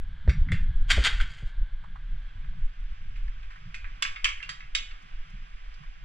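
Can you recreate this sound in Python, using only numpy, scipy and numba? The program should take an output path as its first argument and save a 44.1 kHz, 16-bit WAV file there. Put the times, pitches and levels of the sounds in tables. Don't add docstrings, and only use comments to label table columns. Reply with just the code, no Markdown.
import sys
import numpy as np
from scipy import signal
from scipy.fft import rfft, irfft
from scipy.io import wavfile
from scipy.ndimage import uniform_filter1d
from numba import njit

SR = 44100
rng = np.random.default_rng(int(sys.argv[2]) if len(sys.argv) > 2 else 0)


def voltage_ratio(decibels):
    exponent = np.asarray(decibels, float) / 20
    return 10 ** exponent


def to_wav(sig):
    pcm = np.clip(np.atleast_2d(sig), -1, 1) * 32767
    pcm = np.round(pcm).astype(np.int16)
    wavfile.write(sys.argv[1], SR, pcm.T)


N = 266364
T = np.arange(N) / SR

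# t/s, nominal peak level/dB, centre of the ring f/Hz, lift there/dB, brightness/(dB per octave)
BLOWS = [(0.277, -34.5, 1420, 8, -1), (.294, -23, 2200, 4, -0.5), (.487, -31, 2014, 8.5, -7.5),
         (.519, -19.5, 2060, 11.5, 1.2), (.529, -30.5, 2580, 11.5, 1), (0.903, -14.5, 1612, -3, 4),
         (.911, -13.5, 2240, 16, 6.5), (.917, -12, 3270, 7, 2.5), (.93, -29.5, 1705, 4.5, 1.5),
         (1.039, -19.5, 4290, 15, 9), (1.048, -13.5, 3310, 6.5, 6), (1.057, -25.5, 3400, 12.5, -10),
         (1.085, -33, 2190, 15, -3), (1.201, -22.5, 1590, 9.5, -2.5), (3.744, -28, 2460, 8, -1),
         (3.844, -32.5, 2070, 11.5, -7), (4.024, -14.5, 2800, 8, 1.5), (4.051, -20, 2410, 13, -8),
         (4.16, -27.5, 2460, 10, -6), (4.244, -11, 2800, 17, 4), (4.255, -12.5, 2680, 18.5, -4.5),
         (4.289, -29, 2410, 1, -0.5), (4.403, -32.5, 2130, 15, -14.5), (4.428, -26.5, 2700, 12, -3),
         (4.492, -24.5, 3250, 2, 0), (4.605, -34.5, 2450, 8, -6), (4.75, -12.5, 3220, 11, 2.5),
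         (4.91, -37.5, 2220, 1, -6)]
# t of the peak/s, peak level/dB, rise/(dB/s), fall of the later chatter/(dB/s)
GRINDS = [(0.908, -19, 1300, 88), (1.066, -20, 441, 104), (1.212, -31.5, 520, 43.5),
          (1.48, -55.5, 500, 301)]
# f/Hz, relative level/dB, nominal t60/s
BAR_MODES = [(1170, -4, 0.081), (1540, -3, 0.22), (1693, 0.5, 0.19), (1772, 1, 0.08), (2070, 10, 0.032),
             (2206, 1, 0.18), (2450, -4, 0.21), (2605, -0.5, 0.1), (2727, 6.5, 0.1), (2988, 1, 0.073),
             (3203, 5.5, 0.07), (3124, -4.5, 0.17), (3320, -6.5, 0.16), (3438, 4, 0.085),
             (3670, -12.5, 0.16), (3764, -2.5, 0.18), (4550, -17.5, 0.16), (4715, -4.5, 0.19),
             (5570, -10.5, .15), (6060, -21, 0.23), (5650, -1.5, 0.086), (7250, -32, 0.1), (7400, -20, 0.1)]
# f/Hz, relative level/(dB per Hz)
MESH_COLOUR = [(240, -78), (400, -47.5), (738, -8), (942, -38), (1190, -9), (2190, 0), (2590, -7.5),
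               (2840, -15), (4350, -11), (4700, -11.5), (6380, -16.5), (7210, -14), (10500, -39),
               (15500, -69.5)]
# f/Hz, nominal t60/s
MESH_DECAY = [(600, 0.6), (1600, 0.068), (4200, 0.13), (11000, 0.15)]
# t/s, nominal peak level/dB, centre f/Hz, t60/s
SCUFFS = [(1.836, -44.5, 1130, 0.099), (1.955, -41, 1140, 0.072), (2.442, -46, 1540, 0.079),
          (2.53, -56.5, 695, .045), (3.155, -46, 1950, 0.26), (3.164, -67, 5100, .091),
          (3.276, -44.5, 1790, .07), (3.426, -48, 1950, 0.12), (3.502, -42.5, 1720, 0.22),
          (3.557, -43, 1590, 0.087), (5.02, -64, 5500, .041), (5.298, -64, 5500, .052),
          (5.66, -57, 666, 0.017), (5.738, -53.5, 3670, 0.071), (5.783, -58, 1750, 0.044),
          (5.834, -47.5, 1520, 0.08)]
# t/s, swing level/dB, f/Hz, swing length/s, snap level/dB, signed size of the first swing
BUMPS = [(.281, -8, 60.6, .0073, -38.5, 1), (.524, -11.5, 101.3, .0058, -47, -.56),
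         (1.428, -33.5, 115, .0052, -60, -1.1), (.971, -21.5, 72, .0021, -60, -1),
         (.981, -11.5, 51.5, .01, -35, -1)]
# t/s, level/dB
WIND_STRENGTH = [(0, -27.5), (.25, -30.5), (.45, -30), (.9, -26), (1.25, -29), (1.37, -31.5), (1.75, -36.5),
                 (2.1, -29.5), (2.3, -37.5), (2.65, -40), (2.95, -31), (3.35, -38), (3.55, -42),
                 (3.75, -31.5), (4.4, -39), (4.5, -45), (5.4, -40.5), (6.04, -39.5)]
# centre f/Hz, width/Hz, level/dB in wind of -35 dB,
# growth/(dB per dB of wind), flicker scale/dB
WIND_BANDS = [(18, 38.3, -35, 1, 7), (61.66, 67, -56, 1.51, 3), (134.2, 89, -61, 0.84, 7.5),
              (227, 133, -79.5, 0.43, 7.5)]
# t of the peak/s, buffet level/dB, flutter level/dB, length/s
GUSTS = [(.412, -21.5, -33, 0.049), (.61, -18.5, -42.5, 0.061), (.7, -15.5, -27.5, 0.018),
         (.82, -30, -34, 0.016), (.95, -25.5, -26.5, .04), (1.17, -19.5, -40.5, 0.033),
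         (1.224, -17, -36, 0.033), (1.41, -27, -40, 0.014), (1.6, -19.5, -51.5, 0.025),
         (2.05, -32.5, -58, 0.029), (2.38, -32.5, -44, 0.024), (2.48, -28, -47.5, .03),
         (2.8, -37, -45.5, 0.024), (3.21, -24, -44, 0.073), (3.42, -31, -55.5, 0.058),
         (4.66, -37, -56.5, .03), (4.91, -34.5, -59, 0.04), (5.17, -36, -60.5, .04),
         (5.55, -37.5, -56.5, 0.045), (5.88, -36, -62, 0.024)]
# t of the peak/s, drone level/dB, rush level/dB, length/s
PUFFS = [(0.287, -34.5, -51.5, 0.031), (.35, -39, -81, .03), (0.416, -47, -61, .03),
         (0.521, -37, -52, 0.06), (0.493, -45, -53.5, 0.025), (0.633, -45.5, -55, .05),
         (.95, -44, -46.5, 0.03), (1.03, -51, -58, .05), (1.167, -49.5, -61.5, 0.11),
         (1.913, -54.5, -80, .1), (2.524, -52.5, -76, 0.024), (2.794, -58, -82, 0.019),
         (3.206, -55, -87, .1), (3.676, -52, -71, .025), (4.542, -62, -95, 0.04), (5.044, -51, -78, 0.0096),
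         (5.343, -49, -74, 0.01), (5.416, -57.5, -96, 0.037), (5.81, -50, -74.5, 0.021)]
# t/s, level/dB
HISS_LEVEL = [(0, -60.5), (.5, -57.5), (1.5, -57.5), (2, -60), (3, -59), (4.5, -57.5), (5.3, -57.5),
              (6.04, -60)]
# f/Hz, relative level/(dB per Hz)
HISS_ONE_PORT = [(250, -13.5), (420, -15.5), (600, -15), (900, -10.5), (1300, -10.5), (1620, 3),
                 (1850, -10), (2100, -7), (2650, -15.5), (3300, -7), (3800, -14.5), (4700, -23),
                 (5300, -31), (8300, -37.5), (14000, -62.5)]
# f/Hz, relative level/(dB per Hz)
HISS_TWO_PORTS = [(240, -36.5), (400, -15.5), (451, -17.5), (500, -22.5), (547, -36.5), (598, -26.5),
                  (736, -8.5), (920, -23.5), (1180, -6.5), (2180, -0.5), (3310, -6), (4260, -20),
                  (4730, -18.5), (5820, -22), (14000, -52)]
# t/s, width (0 mono to 1 full)
STEREO_WIDTH = [(0, 0.43), (.3, 0.14), (.6, .06), (.95, .01), (1.5, 0), (1.7, 0.24), (2.2, 0.55), (3, 0.88),
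                (4, 0.87), (6.04, 0.92)]
# f/Hz, likeness (0 to 1), phase by which left leads/rad, left minus right/dB
PORTS = [(30, 1, 0.13, -1.15), (144, 0.99, 0.12, -2.5), (261, 0.7, 0.33, -.5), (423, 0, 2.7, 2),
         (780, 0.99, 4.88, -3), (1390, 1, 1.58, -3), (1950, 0.9, 1.3, -1), (2800, 0.1, 0.22, -4),
         (3810, 0.6, 0.46, -1.5), (5500, 1, 4, -7), (7700, 0.5, 4.03, 1), (11500, 0.93, 5.1, -3)]
# f/Hz, level/dB
SINGLE_PORT = [(250, 30), (420, 29), (560, 9), (740, -14), (950, 8), (1200, 3.5), (1550, 11), (2300, -0.4),
               (3300, 5), (4700, 2), (6000, -6.5), (7200, -1), (9000, 5), (11000, 4)]

MESH_DB = -13
RING, RING_PER_DB = 0.73, -.012
GRIND_FALL_DB_S, CHATTER_DB = 619.5, -16.5
GRIND_FROM_S, GRIND_TO_S = .86, 1.53
SLOPE_DB, SLOPE_T60_S = -13, 0.37
SWELL_RISE = 0.64


def gate():
    modes = steel()
    out = blows(modes)
    out = signal.sosfilt(signal.butter(6, 1020, "highpass", fs=SR, output="sos"), out)
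    add(out, grinding(modes), GRIND_FROM_S)
    out = signal.sosfilt(signal.butter(3, [250, 11500], "bandpass", fs=SR, output="sos"), out)
    return out + slope(out)


def blows(modes):
    out, t = np.zeros((2, N)), T[:int(.3 * SR)]
    for s, db, hz, lift_db, bright_db in BLOWS:
        longer = max(RING + RING_PER_DB * (db + 21), .2)
        octaves = np.log2(modes[0] / hz)
        chance = rng.random((2, len(t)))
        taps = (chance[0] < 700 / SR) * (chance[1] - .5)
        force = taps * 0.47 * np.exp(-t / (0.04 * longer))
        force[0] = 1
        cutoff = min(hz * 2 ** (2.0 + bright_db / 6), 15000)
        force = signal.lfilter(*signal.butter(2, cutoff, fs=SR), force)
        colour_db = lift_db * np.exp(-(octaves / 0.31) ** 2) + bright_db * octaves
        blow = strike(force, modes, colour_db + port_db(modes[0], s), longer)
        level = voltage_ratio(db - 11.0) / np.std(blow[:, :int(.012 * SR)])
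        fade = np.minimum(1, (t[-1] - t) / .05)
        add(out, blow * level * fade, s)
    return out


def grinding(modes):
    t = np.arange(GRIND_FROM_S, GRIND_TO_S, 1 / SR)
    contacts = (rng.random(len(t)) < 1500 / SR) * rng.standard_normal(len(t))
    contacts = contacts * voltage_ratio(2.9 * walk(69.5)[:len(t)])
    contacts = signal.sosfilt(signal.butter(2, [450, 8000], "bandpass", fs=SR, output="sos"), contacts)
    colour_db = 0.5 * np.log2(modes[0] / 2500) + port_db(modes[0], t[0])
    rub = unit(strike(contacts, modes, colour_db, 0.22))
    return rub * voltage_ratio(grind_db(t)) * np.minimum(1, (t[-1] - t) / 0.022)


def grind_db(t):
    power = 0
    for s, db, rise, fall in GRINDS:
        early, late = np.maximum(s - t, 0), np.maximum(t - s, 0)
        after = voltage_ratio(-GRIND_FALL_DB_S * late) ** 2 + voltage_ratio(CHATTER_DB - fall * late) ** 2
        power = power + voltage_ratio(db - rise * early) ** 2 * after
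    return 10 * np.log10(power)


def steel(count=540):
    hz = np.geomspace(300, 14000, count) * (1 + 0.002 * rng.standard_normal(count))
    t60 = read(MESH_DECAY, hz) * np.exp(0.23 * rng.standard_normal(count))
    db = read(MESH_COLOUR, hz) + 10 * np.log10(hz / 2500 / t60) + MESH_DB
    bar_hz, bar_db, bar_t60 = np.transpose(BAR_MODES)
    return np.append(hz, bar_hz), np.append(db, bar_db), np.append(t60, bar_t60)


def strike(force, modes, lift_db, longer):
    hz, db, t60 = modes
    chance = rng.random((3, len(hz)))
    share_db = 16.0 * (chance[0] - .5)
    gain = voltage_ratio(db + lift_db + share_db) * np.exp(2j * np.pi * chance[1:])
    pole = np.exp((2j * np.pi * hz - np.log(1000) / (t60 * longer)) / SR)
    return ring(force + 1e-18, pole, gain)


@njit
def ring(force, pole, gain):
    out = np.zeros((2, len(force)))
    for k in range(len(pole)):
        z = 0j
        for i in range(len(force)):
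            z = z * pole[k] + force[i]
            out[0, i] += (gain[0, k] * z).imag
            out[1, i] += (gain[1, k] * z).imag
    return out


def slope(x):
    t = T[:int(.6 * SR)]
    tail = rng.standard_normal((2, len(t))) * voltage_ratio(-60 * t / SLOPE_T60_S) * np.minimum(t / 0.023, 1)
    tail = signal.sosfilt(signal.butter(1, 4000, fs=SR, output="sos"), tail)
    tail = tail / np.linalg.norm(tail[0])
    return voltage_ratio(SLOPE_DB) * signal.fftconvolve(x, tail, axes=1)[:, :N]


def port_db(hz, s):
    width = np.clip(np.interp(s, *np.transpose(STEREO_WIDTH)), 0, 1)
    return (1 - width) * read(SINGLE_PORT, hz)


def scuffs():
    out, t = np.zeros((2, N)), T[:int(.12 * SR)]
    for s, db, hz, t60 in SCUFFS:
        grains = rng.standard_normal((2, len(t))) * rng.random(len(t)) ** 1.4
        grit = grains * np.minimum(t / .005, 1) * voltage_ratio(-60 * t / max(t60, .01))
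        band = signal.butter(2, [hz / 1.27, hz * 1.41], "bandpass", fs=SR, output="sos")
        scuff = signal.sosfilt(band, grit)
        add(out, scuff * voltage_ratio(db - 10) / np.std(scuff[0, :int(.01 * SR)]), s)
    return out


def bumps():
    out, t = np.zeros((2, N)), T[:int(.15 * SR)]
    snap_band = signal.butter(2, [150, 520], "bandpass", fs=SR, output="sos")
    for s, db, hz, length, snap_db, way in BUMPS:
        envelope = t / length * np.exp(1 - t / length)
        swing = way * envelope * np.sin(2 * np.pi * hz * t)
        snap = signal.sosfilt(snap_band, rng.standard_normal(len(t)) * np.exp(-t / 0.016))
        add(out, voltage_ratio(db) * swing, s)
        add(out, voltage_ratio(snap_db) * snap[None] / np.std(snap[:int(.01 * SR)]), s - .004)
    return out


def wind():
    out, gust = 0, walk(15)
    strength = curves(WIND_STRENGTH)[0] + 35
    extra = [swells(table, column) for table in (GUSTS, PUFFS) for column in (1, 2)]
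    for swell, (hz, width, db, follow, flicker_db) in zip(extra, WIND_BANDS):
        band = shaped(lambda f: 1 / (1 + ((f - hz) / (width / 2)) ** 4))
        steady = voltage_ratio(db + follow * strength + 2.5 * gust + flicker_db * walk(18))
        swell = swell * voltage_ratio(4.7 * walk(24.77)) ** 2
        out = out + band * np.sqrt(steady ** 2 + swell)
    return out


def swells(table, column):
    power = 0
    for row in table:
        late = (T - row[0]) / max(row[-1], .01)
        late = late / np.where(T < row[0], SWELL_RISE, 1)
        power = power + voltage_ratio(row[column]) ** 2 * np.exp(-late ** 2)
    return power


def hiss():
    width = np.clip(curves(STEREO_WIDTH)[0], 0, 1) ** 1.8
    mono = shaped(lambda f: voltage_ratio(read(HISS_ONE_PORT, f)))
    pair = shaped(lambda f: voltage_ratio(read(HISS_TWO_PORTS, f)))
    level = voltage_ratio(curves(HISS_LEVEL)[0] + 0.89 * walk(8.2))
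    return (np.sqrt(1 - width) * mono + np.sqrt(width) * pair) * level


def shaped(gain):
    spectrum = rfft(rng.standard_normal((2, N)))
    return unit(irfft(spectrum * gain(np.fft.rfftfreq(N, 1 / SR)), N))


def walk(rate):
    hold = int(SR / rate)
    steps = np.repeat(rng.standard_normal(N // hold + 1), hold)
    return uniform_filter1d(uniform_filter1d(steps, hold), hold)[:N]


def unit(x):
    return x / np.sqrt(np.mean(x ** 2))


def read(table, hz):
    f, v = np.transpose(table)
    return np.interp(np.log(np.maximum(hz, 1)), np.log(f), v)


def curves(table):
    s, *columns = np.transpose(table)
    return [np.interp(T, s, c) for c in columns]


def add(out, x, s):
    i = int(s * SR)
    out[:, i:i + x.shape[-1]] += x[..., :N - i]


def scene():
    return gate() + scuffs() + bumps() + wind() + hiss()


def low_pass(x):
    return signal.sosfilt(signal.butter(12, 15650, fs=SR, output="sos"), x)


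def record(dry):
    size = 2 * N
    hz = np.fft.rfftfreq(size, 1 / SR)
    ports = np.array(PORTS)
    alike, lead, tilt_db = (read(ports[:, [0, k]], hz) for k in (1, 2, 3))
    alike = np.clip(alike, 0, 1)
    shared = voltage_ratio(-tilt_db) * alike * np.exp(-1j * lead)
    own = voltage_ratio(-tilt_db) * np.sqrt(1 - alike ** 2)
    onward = 2 * np.linspace(dry[:, -1], dry[:, 0], N, axis=1) - dry[:, ::-1]
    a, b = rfft(np.hstack([dry, onward])) / np.sqrt(abs(1 + shared) ** 2 + own ** 2)
    mid = irfft(a * (1 + shared) + b * own, size)[:N]
    difference = a * (1 - shared) - b * own
    width = np.clip(curves(STEREO_WIDTH)[0], 0, 1.2)
    bass = 1 / (1 + (hz / 300) ** 4)
    side = irfft(difference * bass, size)[:N] * width ** 3.4
    side = side + irfft(difference * (1 - bass), size)[:N] * width
    mix = np.array([mid + side, mid - side])
    return low_pass(mix)


dry = scene()
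out = record(dry)
to_wav(out)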